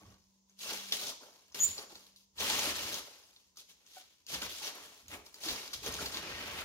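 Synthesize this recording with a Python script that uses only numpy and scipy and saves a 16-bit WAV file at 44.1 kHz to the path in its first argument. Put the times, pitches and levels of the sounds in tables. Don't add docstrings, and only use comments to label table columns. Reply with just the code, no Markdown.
import sys
import numpy as np
from scipy import signal
from scipy.fft import rfft, irfft, next_fast_len
from scipy.io import wavfile

SR = 44100
rng = np.random.default_rng(int(sys.argv[2]) if len(sys.argv) > 2 else 0)


def how_loud(loudness_db):
    steps = np.asarray(loudness_db, float) / 20
    return 10 ** steps


def store_wav(level_fs):
    pcm = np.round(np.clip(np.atleast_2d(level_fs), -1, 1) * 32767)
    wavfile.write(sys.argv[1], SR, pcm.T.astype(np.int16))


N = 292824

# f/Hz, level/dB per Hz
HISS_SPECTRUM = [(140, -20), (300, -18.5), (770, -30), (1020, -17), (1200, -44), (2000, -38.5), (6650, -20),
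                 (8200, -18.5), (11000, -25.5), (16000, -22)]
# t/s, f/Hz, level/dB
MOTOR_HUM = [(0, 192, -74), (.5, 193.8, -76), (.9, 195.6, -63.5), (1.15, 193, -92), (2.0, 193.8, -79.5),
             (2.4, 195.3, -80), (3.2, 184, -93), (3.6, 186, -85), (4.2, 189.5, -96), (4.5, 169, -97),
             (6.64, 200, -102)]
# f/Hz, t60/s
ROOM_T60 = [(60, 0.9), (500, 0.32), (3000, 0.52), (8000, 0.56), (16000, 0.047)]
# f/Hz, level/dB
ECHO_LEVEL = [(40, -12), (150, -18.5), (400, -9.5), (900, -9.5), (2000, -5.5), (4000, 0.5), (8000, -8),
              (16000, -3.5)]
# f/Hz, left-right level/dB
PORT_BALANCE = [(60, -2.5), (180, -1.5), (550, -0.5), (1650, 0.5), (4970, 1), (15000, 3)]
# f/Hz, width/Hz, level/dB
PANEL_MODES = [
    (112, 4.6, -13.5),
    (414, 10, -4.5),
    (585, 32, -3.5),
    (850, 12, -8),
    (1151, 45, -26),
    (1590, 60, -41),
]
# start t/s, length t/s, force level/dB
SHOVES = [(0.045, 0.083, -62), (0.68, 0.087, -73), (0.933, 0.012, -65.5), (1.05, 0.0312, -71),
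          (1.567, 0.14, -65), (1.95, 0.013, -75.5), (2.407, 0.33, -60.5), (2.81, 0.12, -61.5),
          (4.327, 0.12, -60.5), (4.616, 0.28, -78.5), (5.07, 0.089, -64), (5.476, 0.033, -56.5),
          (5.763, 0.034, -62), (5.886, 0.012, -51.5), (6.006, 0.036, -56.5), (6.15, 0.21, -61.5),
          (6.295, 0.36, -59)]
# t/s, peak level/dB, centre f/Hz
KNOCKS = [(0.06, -44, 109), (0.657, -37, 1140), (0.924, -38, 1300), (1.548, -35, 1680), (1.657, -42.5, 91),
          (1.781, -42, 815), (1.919, -42, 844), (2.424, -33, 850), (3.568, -47.5, 1320), (4.318, -39, 170),
          (4.423, -24.5, 1590), (4.615, -35, 890), (5.087, -47, 86), (5.125, -42, 450), (5.46, -36, 330),
          (5.732, -42, 1280), (5.865, -27.5, 442), (5.987, -22.5, 1560), (6.05, -45, 84)]
# t/s, peak level/dB, f/Hz
TAPS = [(0.617, -49, 1790), (0.66, -41, 573), (0.722, -38, 412), (0.812, -44, 1170), (0.926, -37, 1300),
        (1.028, -40, 611), (1.122, -43, 1020), (1.21, -51, 754), (1.238, -53, 1050), (1.287, -51, 611),
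        (1.515, -57, 1030), (1.545, -46, 1710), (1.789, -42, 428), (1.927, -48, 361), (2.39, -44, 934),
        (2.403, -38, 506), (2.432, -32, 899), (2.589, -31, 888), (2.674, -31, 301), (3.082, -47, 565),
        (3.558, -59, 1330), (3.969, -45, 746), (4.303, -43, 659), (4.344, -40, 993), (4.431, -36, 1570),
        (4.606, -43, 1150), (4.785, -46, 1040), (4.822, -44, 993), (4.922, -51, 754), (5.13, -40, 1350),
        (5.409, -53, 560), (5.435, -45, 614), (5.463, -37, 323), (5.532, -36, 1120), (5.658, -43, 999),
        (5.735, -46, 1280), (5.822, -47, 406), (5.862, -34, 439), (5.984, -33, 1360), (6.014, -35, 579)]
# t/s, peak level/dB
NAIL_TICKS = [(0.5911, -47), (1.0137, -31), (1.0694, -32), (1.9545, -51), (2.592, -24), (2.943, -30),
              (3.5713, -43), (3.9155, -54), (4.2657, -41.5), (5.082, -40), (5.2619, -50), (5.3426, -41),
              (5.4864, -29), (5.863, -31.5), (5.9244, -34), (5.9408, -29), (6.0254, -42), (6.0594, -27),
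              (6.1494, -35), (6.1707, -43)]
# t/s, f/Hz, level/dB, left-right level/dB
CREAK = [
    (3.955, 750, -87, -2.5),
    (3.972, 760, -50, 1),
    (3.984, 730, -55.5, 3),
    (3.995, 752, -75, 5),
    (4.012, 732, -63, 2),
    (4.05, 755, -88, 2),
]
# multiple/1, level/dB
CREAK_PARTIALS = [(.79, -11.5), (1, -3), (3, -17), (2, -9)]
# t/s, f/Hz, level/dB, left-right level/dB
PALM_SLIDE = [
    (0, 1140, -77, 0),
    (.01, 1150, -75, 0),
    (.15, 1135, -75, -2),
    (.2, 1130, -92, 0),
]
# t/s, f/Hz, level/dB, left-right level/dB
SQUEAK = [
    (1.585, 6750, -62, 1),
    (1.599, 6800, -45, 2),
    (1.606, 6750, -32, 3.5),
    (1.625, 6850, -34.5, 5.5),
    (1.638, 7020, -24.5, -6.5),
    (1.65, 7115, -30.5, -12.5),
    (1.676, 7110, -30.5, -3),
    (1.69, 7030, -53, -5),
    (1.705, 7130, -41, -5),
    (1.77, 7010, -60, 3),
]
# multiple/1, level/dB
SQUEAK_PARTIALS = [(0.975, -17), (1, -2), (1.03, -13.5), (1.86, -22), (1.94, -20), (0.95, -21.5),
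                   (2.04, -24)]
# t/s, f/Hz, level/dB, left-right level/dB
CHIRP = [
    (1.6, 7950, -55, 0),
    (1.612, 8000, -38, 0),
    (1.625, 8150, -54, 0),
    (1.646, 8200, -27, 0),
    (1.656, 8200, -46, 0),
    (1.7, 8250, -50, 0),
]
# multiple/1, level/dB
CHIRP_PARTIALS = [(1, -2), (1.87, -26)]
# t/s, f/Hz, level/dB, left-right level/dB
SQUEAK_OCTAVE = [
    (1.586, 13600, -55, 2),
    (1.595, 13650, -42, 2),
    (1.612, 13500, -42, 2),
    (1.626, 14050, -33, 2),
    (1.64, 14200, -36, 2),
    (1.648, 14200, -46, 2),
    (1.675, 14150, -52, 2),
]
# t/s, peak level/dB, centre f/Hz, dull part level/dB re peak
SNAPS = [(0.4964, -54, 6610, -21), (0.59, -43, 4970, -21.5), (0.9228, -16, 3770, -19),
         (1.521, -46, 5950, -10), (1.5459, -38, 5220, -10), (1.7797, -28.5, 4480, -28),
         (1.9543, -40, 4270, -20), (2.16, -46.5, 4520, -29), (2.382, -32, 3900, -10),
         (2.592, -27, 6080, -12), (2.9407, -32, 5200, -16), (3.3623, -44.5, 4100, -22),
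         (3.5718, -40.5, 5350, -14), (4.2656, -42, 5180, -35), (4.2857, -41, 3900, -25),
         (4.343, -36, 4940, -13), (4.4176, -36, 3440, -22), (4.644, -30.5, 5740, -18),
         (5.0822, -50, 7000, -23.5), (5.262, -45, 4620, -17), (5.3428, -41, 4800, -13),
         (5.4363, -32, 4900, -18), (5.4859, -23, 4250, -6), (5.7317, -29, 4900, -8),
         (5.8631, -32, 5870, -16), (5.9244, -40, 5400, -10), (5.9383, -37, 5630, -20),
         (6.059, -26, 4390, -25), (6.1436, -24.5, 4070, -20), (6.1692, -34, 3980, -14)]
# t/s, peak level/dB, f/Hz
POPS = [(0.1039, -51.5, 5600), (0.1425, -51, 4350), (0.2053, -60, 5940), (0.2238, -62, 5210),
        (0.2397, -57, 5170), (0.2689, -58, 5680), (0.405, -64, 6760), (0.4975, -58, 6630),
        (0.5913, -44, 4910), (0.9228, -25, 5120), (1.0918, -37, 4650), (1.3291, -49, 4910),
        (1.4635, -56, 6200), (1.4994, -57, 3320), (1.7866, -34, 4520), (1.794, -36, 4350),
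        (1.9549, -44, 4260), (2.0395, -50, 4350), (2.0662, -51, 3880), (2.1209, -55, 4740),
        (2.1603, -49, 5860), (2.2323, -60, 4220), (2.3573, -63, 6460), (2.5926, -27, 6120),
        (2.9269, -30, 6070), (2.9434, -25, 6500), (3.238, -48, 5250), (3.3626, -52, 4950),
        (3.4332, -58, 4570), (3.4464, -59, 5380), (3.5734, -45, 5270), (3.591, -42, 5250),
        (3.8655, -46, 5990), (3.9163, -49, 5770), (4.2666, -46, 6290), (4.3489, -29, 4740),
        (4.4214, -27, 4480), (4.6462, -33, 5640), (5.0615, -49, 5300), (5.0834, -38, 7020),
        (5.2623, -46, 5170), (5.271, -50, 5770), (5.3434, -42, 4870), (5.4361, -34, 3780),
        (5.486, -26, 3830), (5.5059, -25, 3570), (5.6171, -35, 3920), (5.6781, -33, 4600),
        (5.7106, -42, 3880), (5.7325, -33, 4570), (5.7452, -33, 5080), (5.8535, -34, 6290),
        (5.8632, -28, 6120), (5.925, -31, 5340), (5.9408, -31, 5700), (5.9529, -32, 3700),
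        (6.0627, -28, 4220), (6.1403, -32, 4220), (6.1708, -24, 4050),
        (.9135, -36, 5500),
    (.917, -34, 4500),
    (1.036, -33, 6000),
    (1.083, -33, 5900),
    (3.872, -55, 4500),
    (3.89, -55, 4600),
    (5.5125, -27, 4500),
    (5.562, -30, 5000),
]
PLUNGES = [0.921, 1.515, 1.545, 2.161, 3.559, 3.863, 4.266, 4.417, 5.082, 5.341, 5.404, 5.733]
# start t/s, length
# t/s, force level/dB, depth level/dB re force, swell level/dB
HEAP_MOVES = [(0.005, 0.14, -66, 2.5, -5.5), (0.61, 0.1, -49.5, -13.0, 7.5), (0.995, 0.11, -46.5, -9, 0),
              (1.547, 0.17, -48, -8, -3.5), (1.775, 0.054, -53.5, -1.5, 0), (2.404, 0.302, -40.5, -6.5, 1.5),
              (2.75, 0.24, -44.5, -6.5, -1), (3.583, 0.018, -54.5, -19, 0), (3.697, 0.016, -59, -14, -3.5),
              (3.847, 0.16, -66.5, -16, 6.5), (4.292, 0.061, -48, -13.5, 5.5), (4.409, 0.05, -42.5, -6, -3.5),
              (4.498, 0.102, -48, -12.0, -3), (4.624, 0.057, -46, -8.5, 2.5), (5.104, 0.032, -60.5, 0, 7),
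              (5.265, 0.025, -58.5, -3.5, -7.5), (5.34, 0.21, -63.5, -3.5, 0), (5.438, 0.094, -44.5, -10, 3),
              (5.733, 0.015, -43.5, -16, -2.5), (5.834, 0.046, -48.5, -6, 5), (5.92, 0.17, -49.5, -4, 0),
              (6.124, 0.061, -48.5, -5, 2), (6.225, 0.39, -53, 0, 0.5),
              (0.495, 0.085, -76.5, -7, -9),
    (0.728, 0.19, -47, -7.5, -9.5),
    (0.912, 0.054, -37, -11.5, -6.5),
    (1.216, 0.34, -59.5, 1, -18.5),
    (1.898, 0.2, -57.5, -3.5, -10.5),
    (2.151, 0.063, -62.5, -30, -10),
    (3.058, 0.44, -58.5, -2.5, -19.5),
    (4.057, 0.16, -71, -9, -7),
    (4.75, 0.28, -56.0, -1, -10.5),
    (5.558, 0.12, -47.5, -5, -6),
              (0.18, .2, -79, -10, -5.5), (0.598, 0.014, -58.5, -18, 5), (1.07, .02, -46.5, -26, 0),
         (2.195, .06, -70.5, -14, -11.5), (5.762, .05, -59.5, -6.5, -1.5), (3.74, .1, -76, -8, 2),
         (5.08, .02, -59.5, -20, -1), (5.403, .025, -53.5, -17, -0.5), (1.075, 0.018, -45.5, -13, 0),
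         (1.03, 0.011, -47.5, -12, 0), (3.955, .04, -59.5, -15, -0.5), (5.125, .045, -60, 5, -3),
         (4.33, .02, -48, -7, -1), (2.5, 0.035, -45.5, -6, 0), (2.935, 0.018, -45, -19, -1.5),
         (6.02, .02, -48, -1, -1.5), (1.75, .01, -56, -10, -2)]
# t/s, grip level/dB, loose pellets flung over the surface level/dB
GRIP = [(0, -6, -2.5), (.95, 3, 1), (1.2, -10.5, -3.5), (1.5, -1, 0), (1.65, 2.5, 6.5), (1.9, -6.5, -2),
        (2.2, -2, -0.5), (2.5, 3, 2), (3.0, -2, -0.5), (3.6, -1.5, -0.5), (4.2, 2, -1), (5.04, -1, 1),
        (5.14, 5, 5.5), (5.27, -4, 2.5), (5.55, 0, -1.5), (6.1, 0.5, 1.5), (6.25, 4, -3), (6.64, 7, 2.5)]
# f/Hz, level/dB per Hz
HEAP_SPECTRUM = [(21, -64), (35, -4.5), (70, 1.5), (126, -8), (185, -3), (360, -5), (410, -3.5),
                 (667, -7.5), (862, -5.5), (2280, -7), (4800, -14.5), (6690, -18.5), (8010, -40),
                 (12100, -39), (16000, -44.5)]
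LAYER_EDGES = 200, 1320, 2650, 7400

PORT_LAG_S = -0.00014
PORT_DROP_DB = 15


def rms_one(x):
    return x / np.sqrt(np.mean(x ** 2) + 1e-20)


def in_time(rows):
    s, *columns = np.transpose(rows)
    return [np.interp(np.arange(N) / SR, s, c) for c in columns]


def at_hz(points, hz):
    table_hz, values = np.transpose(points)
    return np.interp(np.log(hz), np.log(np.maximum(table_hz, 1)), values)


def step(octaves, width):
    return .5 + .5 * np.tanh(octaves / width)


def drift(rate_hz):
    r = np.exp(-16 * np.pi * rate_hz / SR)
    slow = signal.lfilter([1], [1, -2 * r, r * r], rng.standard_normal(N // 8 + 4002))
    slow = rms_one(slow[4000:])
    return np.interp(np.arange(N) / 8, np.arange(len(slow)), slow)


def band(x, low_hz, high_hz):
    high_hz = min(high_hz, .46 * SR)
    sos = signal.butter(2, [low_hz, high_hz], "band", fs=SR, output="sos")
    return signal.sosfilt(sos, x + 1e-18) * np.sqrt(SR / 2 / (high_hz - low_hz))


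def both_ports(x):
    return np.array([np.roll(x, round(PORT_LAG_S * SR)), x])


def floor():
    hz = np.maximum(np.arange(N // 2 + 1) * SR / N, 1)
    hiss = irfft(rfft(rng.standard_normal((2, N))) * how_loud(at_hz(HISS_SPECTRUM, hz)), N)
    distant = band(rng.standard_normal(N), 50, 98)
    return how_loud(-69.5) * rms_one(hiss) + how_loud(-88.5) * distant


def hum():
    hz, level_db = in_time(MOTOR_HUM)
    level = how_loud(level_db + 2.3 * drift(2.6))
    return np.sqrt(2) * level * np.sin(2 * np.pi * np.cumsum(hz) / SR)


def echoes(count):
    t = np.arange(SR // 2) / SR
    edges = 30 * 2 ** np.arange(0, 10.)
    echo = 0
    for low, high in zip(edges, np.minimum(2 * edges, .46 * SR)):
        hz = np.sqrt(low * high)
        tail = rng.standard_normal((count, 2, len(t)))
        tail = tail * how_loud(-60 * t / at_hz(ROOM_T60, hz)) * (t > .003)
        tail = tail / np.sqrt(np.sum(tail ** 2, axis=-1, keepdims=True))
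        share = np.sqrt((high - low) / (SR / 2))
        echo = echo + band(tail, low, high) * how_loud(at_hz(ECHO_LEVEL, hz)) * share
    return echo


def room(x):
    size = next_fast_len(N + SR // 2)
    hz = np.maximum(np.arange(size // 2 + 1) * SR / size, 1)
    turn = np.pi * 1.3 * np.arange(N) / SR
    heard = rfft(x, size)
    for k, echo in enumerate(echoes(count=3)):
        share = np.sqrt(2 / 3) * np.abs(np.cos(turn + k * np.pi / 3))
        heard = heard + rfft(x.mean(axis=0) * share, size) * rfft(echo, size)
    keep = 1 / np.sqrt(1 + how_loud(2 * at_hz(ECHO_LEVEL, hz)))
    balance = how_loud(np.outer([.5, -.5], at_hz(PORT_BALANCE, hz)))
    return irfft(heard * keep * balance, size)[:, :N]


def box(x):
    out = x
    for hz, width_hz, gain_db in PANEL_MODES:
        r = np.exp(-np.pi * width_hz / SR)
        b = (1 - r * r) / 2 * np.array([1, 0, -1])
        a = [1, -2 * r * np.cos(2 * np.pi * hz / SR), r * r]
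        out = out + how_loud(gain_db) * signal.lfilter(b, a, x)
    return out


def efforts(start, length, force_db, swell_db, attack_db_per_s, release_db_per_s, still_db):
    since = np.arange(0, N + 64, 64) / SR - np.c_[start]
    length = np.maximum(np.c_[length], .005)
    db = np.c_[force_db] + np.c_[swell_db] * np.clip(since / length, 0, 1)
    db = db - attack_db_per_s * np.maximum(-since, 0)
    db = db - release_db_per_s * np.maximum(since - length, 0)
    total = 10 * np.log10(how_loud(2 * db).sum(axis=0) + how_loud(2 * still_db))
    return np.interp(np.arange(N) / 64, np.arange(len(total)), total)


def walls():
    s, length, force_db = np.transpose(SHOVES)
    return 0.7 + efforts(s, length, force_db, 0 * s, attack_db_per_s=306.5,
                         release_db_per_s=143, still_db=-90.5)


def burst(s, peak_db, low_hz, high_hz, t60):
    t = np.arange(min(int(2 * t60 * SR) + 64, 4410)) / SR
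    spray = band(rng.standard_normal(len(t)) * how_loud(-60 * t / t60), low_hz, high_hz)
    start = int(s * SR)
    spray = (how_loud(peak_db) * spray / np.abs(spray).max())[:N - start]
    return np.pad(spray, (start, N - start - len(spray)))


def knocks():
    out = np.zeros(N)
    for s, peak_db, hz in KNOCKS:
        out += burst(s, peak_db - 11.5, hz / 1.15, hz * 1.05, 0.043 + 5.7 / hz)
    return both_ports(out)


def nails():
    out, t60 = np.zeros(N), .014
    for s, peak_db in NAIL_TICKS:
        out += burst(s, peak_db - 7, 3500, 7200, t60)
        out += burst(s, peak_db + 8, 7200, 17500, t60)
    return both_ports(out)


def pops(rows, cycles, trim_db, grit):
    out = np.zeros(N + SR)
    t = np.arange(1764) / SR
    for s, peak_db, hz in rows:
        ring = np.sin(2 * np.pi * hz * t) + grit * rng.standard_normal(len(t))
        ring = ring * how_loud(-60 * t * hz / cycles) * np.minimum(t / .0006, 1)
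        out[int(s * SR):][:len(t)] += how_loud(peak_db + trim_db) * ring
    return both_ports(out[:N])


def squeal(rows, parts, flutter_hz, flutter_db, wobble, fade_db_per_s):
    hz, level_db, pan_db = in_time(rows)
    t = np.arange(N) / SR
    on = (t > rows[0][0]) & (t < rows[-1][0])
    turns = 2 * np.pi * np.cumsum(hz * (1 + wobble * drift(flutter_hz))) / SR
    since = np.clip(t - rows[1][0], 0, 1)
    tone = 0
    for k, db in parts:
        throb_db = flutter_db * (1 + 5.8 * min(abs(k - 1), .4)) * drift(flutter_hz)
        fade_db = fade_db_per_s * (k - 1) * since
        tone = tone + how_loud(db + throb_db - fade_db) * np.sin(k * turns)
    tone = np.sqrt(2) * tone * on * how_loud(level_db + 3.5)
    return both_ports(tone) * how_loud([pan_db / 2, -pan_db / 2])


def creaks():
    creak = squeal(CREAK, CREAK_PARTIALS, flutter_hz=59.5, flutter_db=1.5, wobble=0.0166, fade_db_per_s=99)
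    return creak + squeal(PALM_SLIDE, [(0.99, -2)], flutter_hz=40, flutter_db=5.0, wobble=.02, fade_db_per_s=0)


def squeaks():
    squeak = squeal(SQUEAK, SQUEAK_PARTIALS, flutter_hz=159.6, flutter_db=2.5, wobble=.006, fade_db_per_s=200)
    chirp = squeal(CHIRP, CHIRP_PARTIALS, flutter_hz=200, flutter_db=5.0, wobble=.008, fade_db_per_s=29.5)
    octave = squeal(SQUEAK_OCTAVE, [(1, -1), (.95, -11)], flutter_hz=180, flutter_db=2.5,
                    wobble=.006, fade_db_per_s=0)
    return squeak + chirp + octave


def snaps():
    out, t60 = np.zeros(N), 0.053
    for s, peak_db, hz, dull_db in SNAPS:
        out += burst(s, peak_db, hz / 1.2, hz * 1.08, t60)
        out += burst(s, peak_db - 6.5, 4000, 17500, 0.47 * t60)
        out += burst(s, peak_db + dull_db - 3.5, 400, 3200, 2.1 * t60)
    return both_ports(out)


def ports(clicks):
    at = np.flatnonzero(clicks)
    lag = PORT_LAG_S * SR + 3.5 * rng.standard_normal(len(at))
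    late = at + np.round(lag).astype(int)
    left = np.zeros(N)
    np.add.at(left, np.clip(late, 0, N - 1), clicks[at])
    return np.array([left, clicks])


def ticks(per_s, spread_db):
    chance = np.clip(per_s / SR, 1e-4, 1)
    sizes = how_loud(spread_db * np.minimum(rng.exponential(1, N), 5)) * rng.choice([-1, 1], N)
    return ports(rms_one(sizes * (rng.random(N) < chance) / np.sqrt(chance)))


def slides(per_s, fade_s):
    starts = rng.exponential(1, N) * (rng.random(N) < per_s / SR)
    fading = signal.lfilter([1], [1, -np.exp(-1 / (fade_s * SR))], starts)
    return rms_one(fading - fading.mean())


def plunged(curves):
    read = np.arange(N)
    before, after = int(0.04 * SR), int(0.006 * SR)
    for s in PLUNGES:
        at = int(s * SR)
        read[at - before:at] = at - before
        read[at:at + after] = at + after
    return np.array(curves)[:, read]


def digging():
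    s, length, force_db, depth_db, swell_db = np.transpose(HEAP_MOVES)
    still_db = -97.5
    top = efforts(s, length, force_db, swell_db, 722.5, 407.5, still_db)
    deep = efforts(s + 0.0066, length, force_db + depth_db, 1.6 * swell_db, 659, 251, still_db)
    crackle = top + 5.5
    hiss = -9 - 0.037 * (top + 50) + in_time(GRIP)[1]
    rustle = deep + 1.5
    crunch = -8 + 0.79 * np.minimum(deep - top, 4.5) - 5.5 + 7.0
    return crackle, hiss, rustle, crunch


def heap():
    crackle_db, hiss_db, rustle_db, crunch_db = plunged(digging())
    per_s = 2500 * how_loud(.4 * (crackle_db + 46) + 3.0 * drift(25))
    shared = ticks(per_s, spread_db=2.8)
    own = [ticks(.6 * per_s, spread_db=0.97) for _ in range(3)]
    clump = slides(per_s=99, fade_s=0.0075)
    edges = 7400 * 2 ** np.arange(-7.75, 1.3, .25)
    centres = np.sqrt(edges[1:] * edges[:-1])
    band_db = at_hz(HEAP_SPECTRUM, centres) + 10 * np.log10(np.diff(edges))
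    layer_edges = np.array(LAYER_EDGES)
    layer = np.searchsorted(layer_edges, centres)
    total_db = 10 * np.log10(np.bincount(layer, how_loud(2 * band_db)))
    drive = np.array([walls(), rustle_db, crackle_db + crunch_db, crackle_db,
                      crackle_db + hiss_db + PORT_DROP_DB])
    drive = drive - total_db[:, None] + 3.5
    layer_steps = np.diff(drive, axis=0)
    grip_db = in_time(GRIP)[0]
    out = 0
    for k, (low, high, hz) in enumerate(zip(edges, edges[1:], centres)):
        blend = step(np.log2(hz / layer_edges), np.array([0.92, 0.12, 0.36, .04]))
        squeeze = np.exp(-(np.log2(hz / 2280) / 0.9) ** 2)
        level_db = drive[0] + blend @ layer_steps + grip_db * squeeze
        flicker_db = .9 * clump + 1.58 * drift(min(40, 0.06 * hz))
        contacts = 0.48 * shared + 0.65 * own[k % 3]
        out = out + band(contacts * how_loud(flicker_db), low, high) * how_loud(band_db[k] + level_db)
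    return out


def scene():
    tick, creak, squeak = nails(), creaks(), squeaks()
    pop = pops(POPS, cycles=40, trim_db=-1, grit=.35)
    pop = pop + pops(TAPS, cycles=14, trim_db=-4, grit=.05)
    pellets = box(heap()) + snaps() + knocks()
    close = tick + pop + 0.89 * squeak + 0.49 * creak
    into_room = pellets + .5 * tick + .4 * pop + .45 * squeak + 0.31 * creak
    return room(into_room) + close + hum() + floor()


def top_cut(x):
    return signal.sosfilt(signal.butter(12, 16500, fs=SR, output="sos"), x)


def record(dry):
    hz = np.maximum(np.arange(N // 2 + 1) * SR / N, 1)
    port = how_loud(-PORT_DROP_DB * step(np.log2(hz / 7180), 0.057))
    treble_cut = signal.ellip(14, .5, 80, 15780, fs=SR, output="sos")
    bass_cut = signal.butter(4, 44, "high", fs=SR, output="sos")
    mix = signal.sosfilt(np.vstack([treble_cut, bass_cut]), irfft(rfft(dry) * port, N))
    return top_cut(mix)


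dry = scene()
out = record(dry)
store_wav(out)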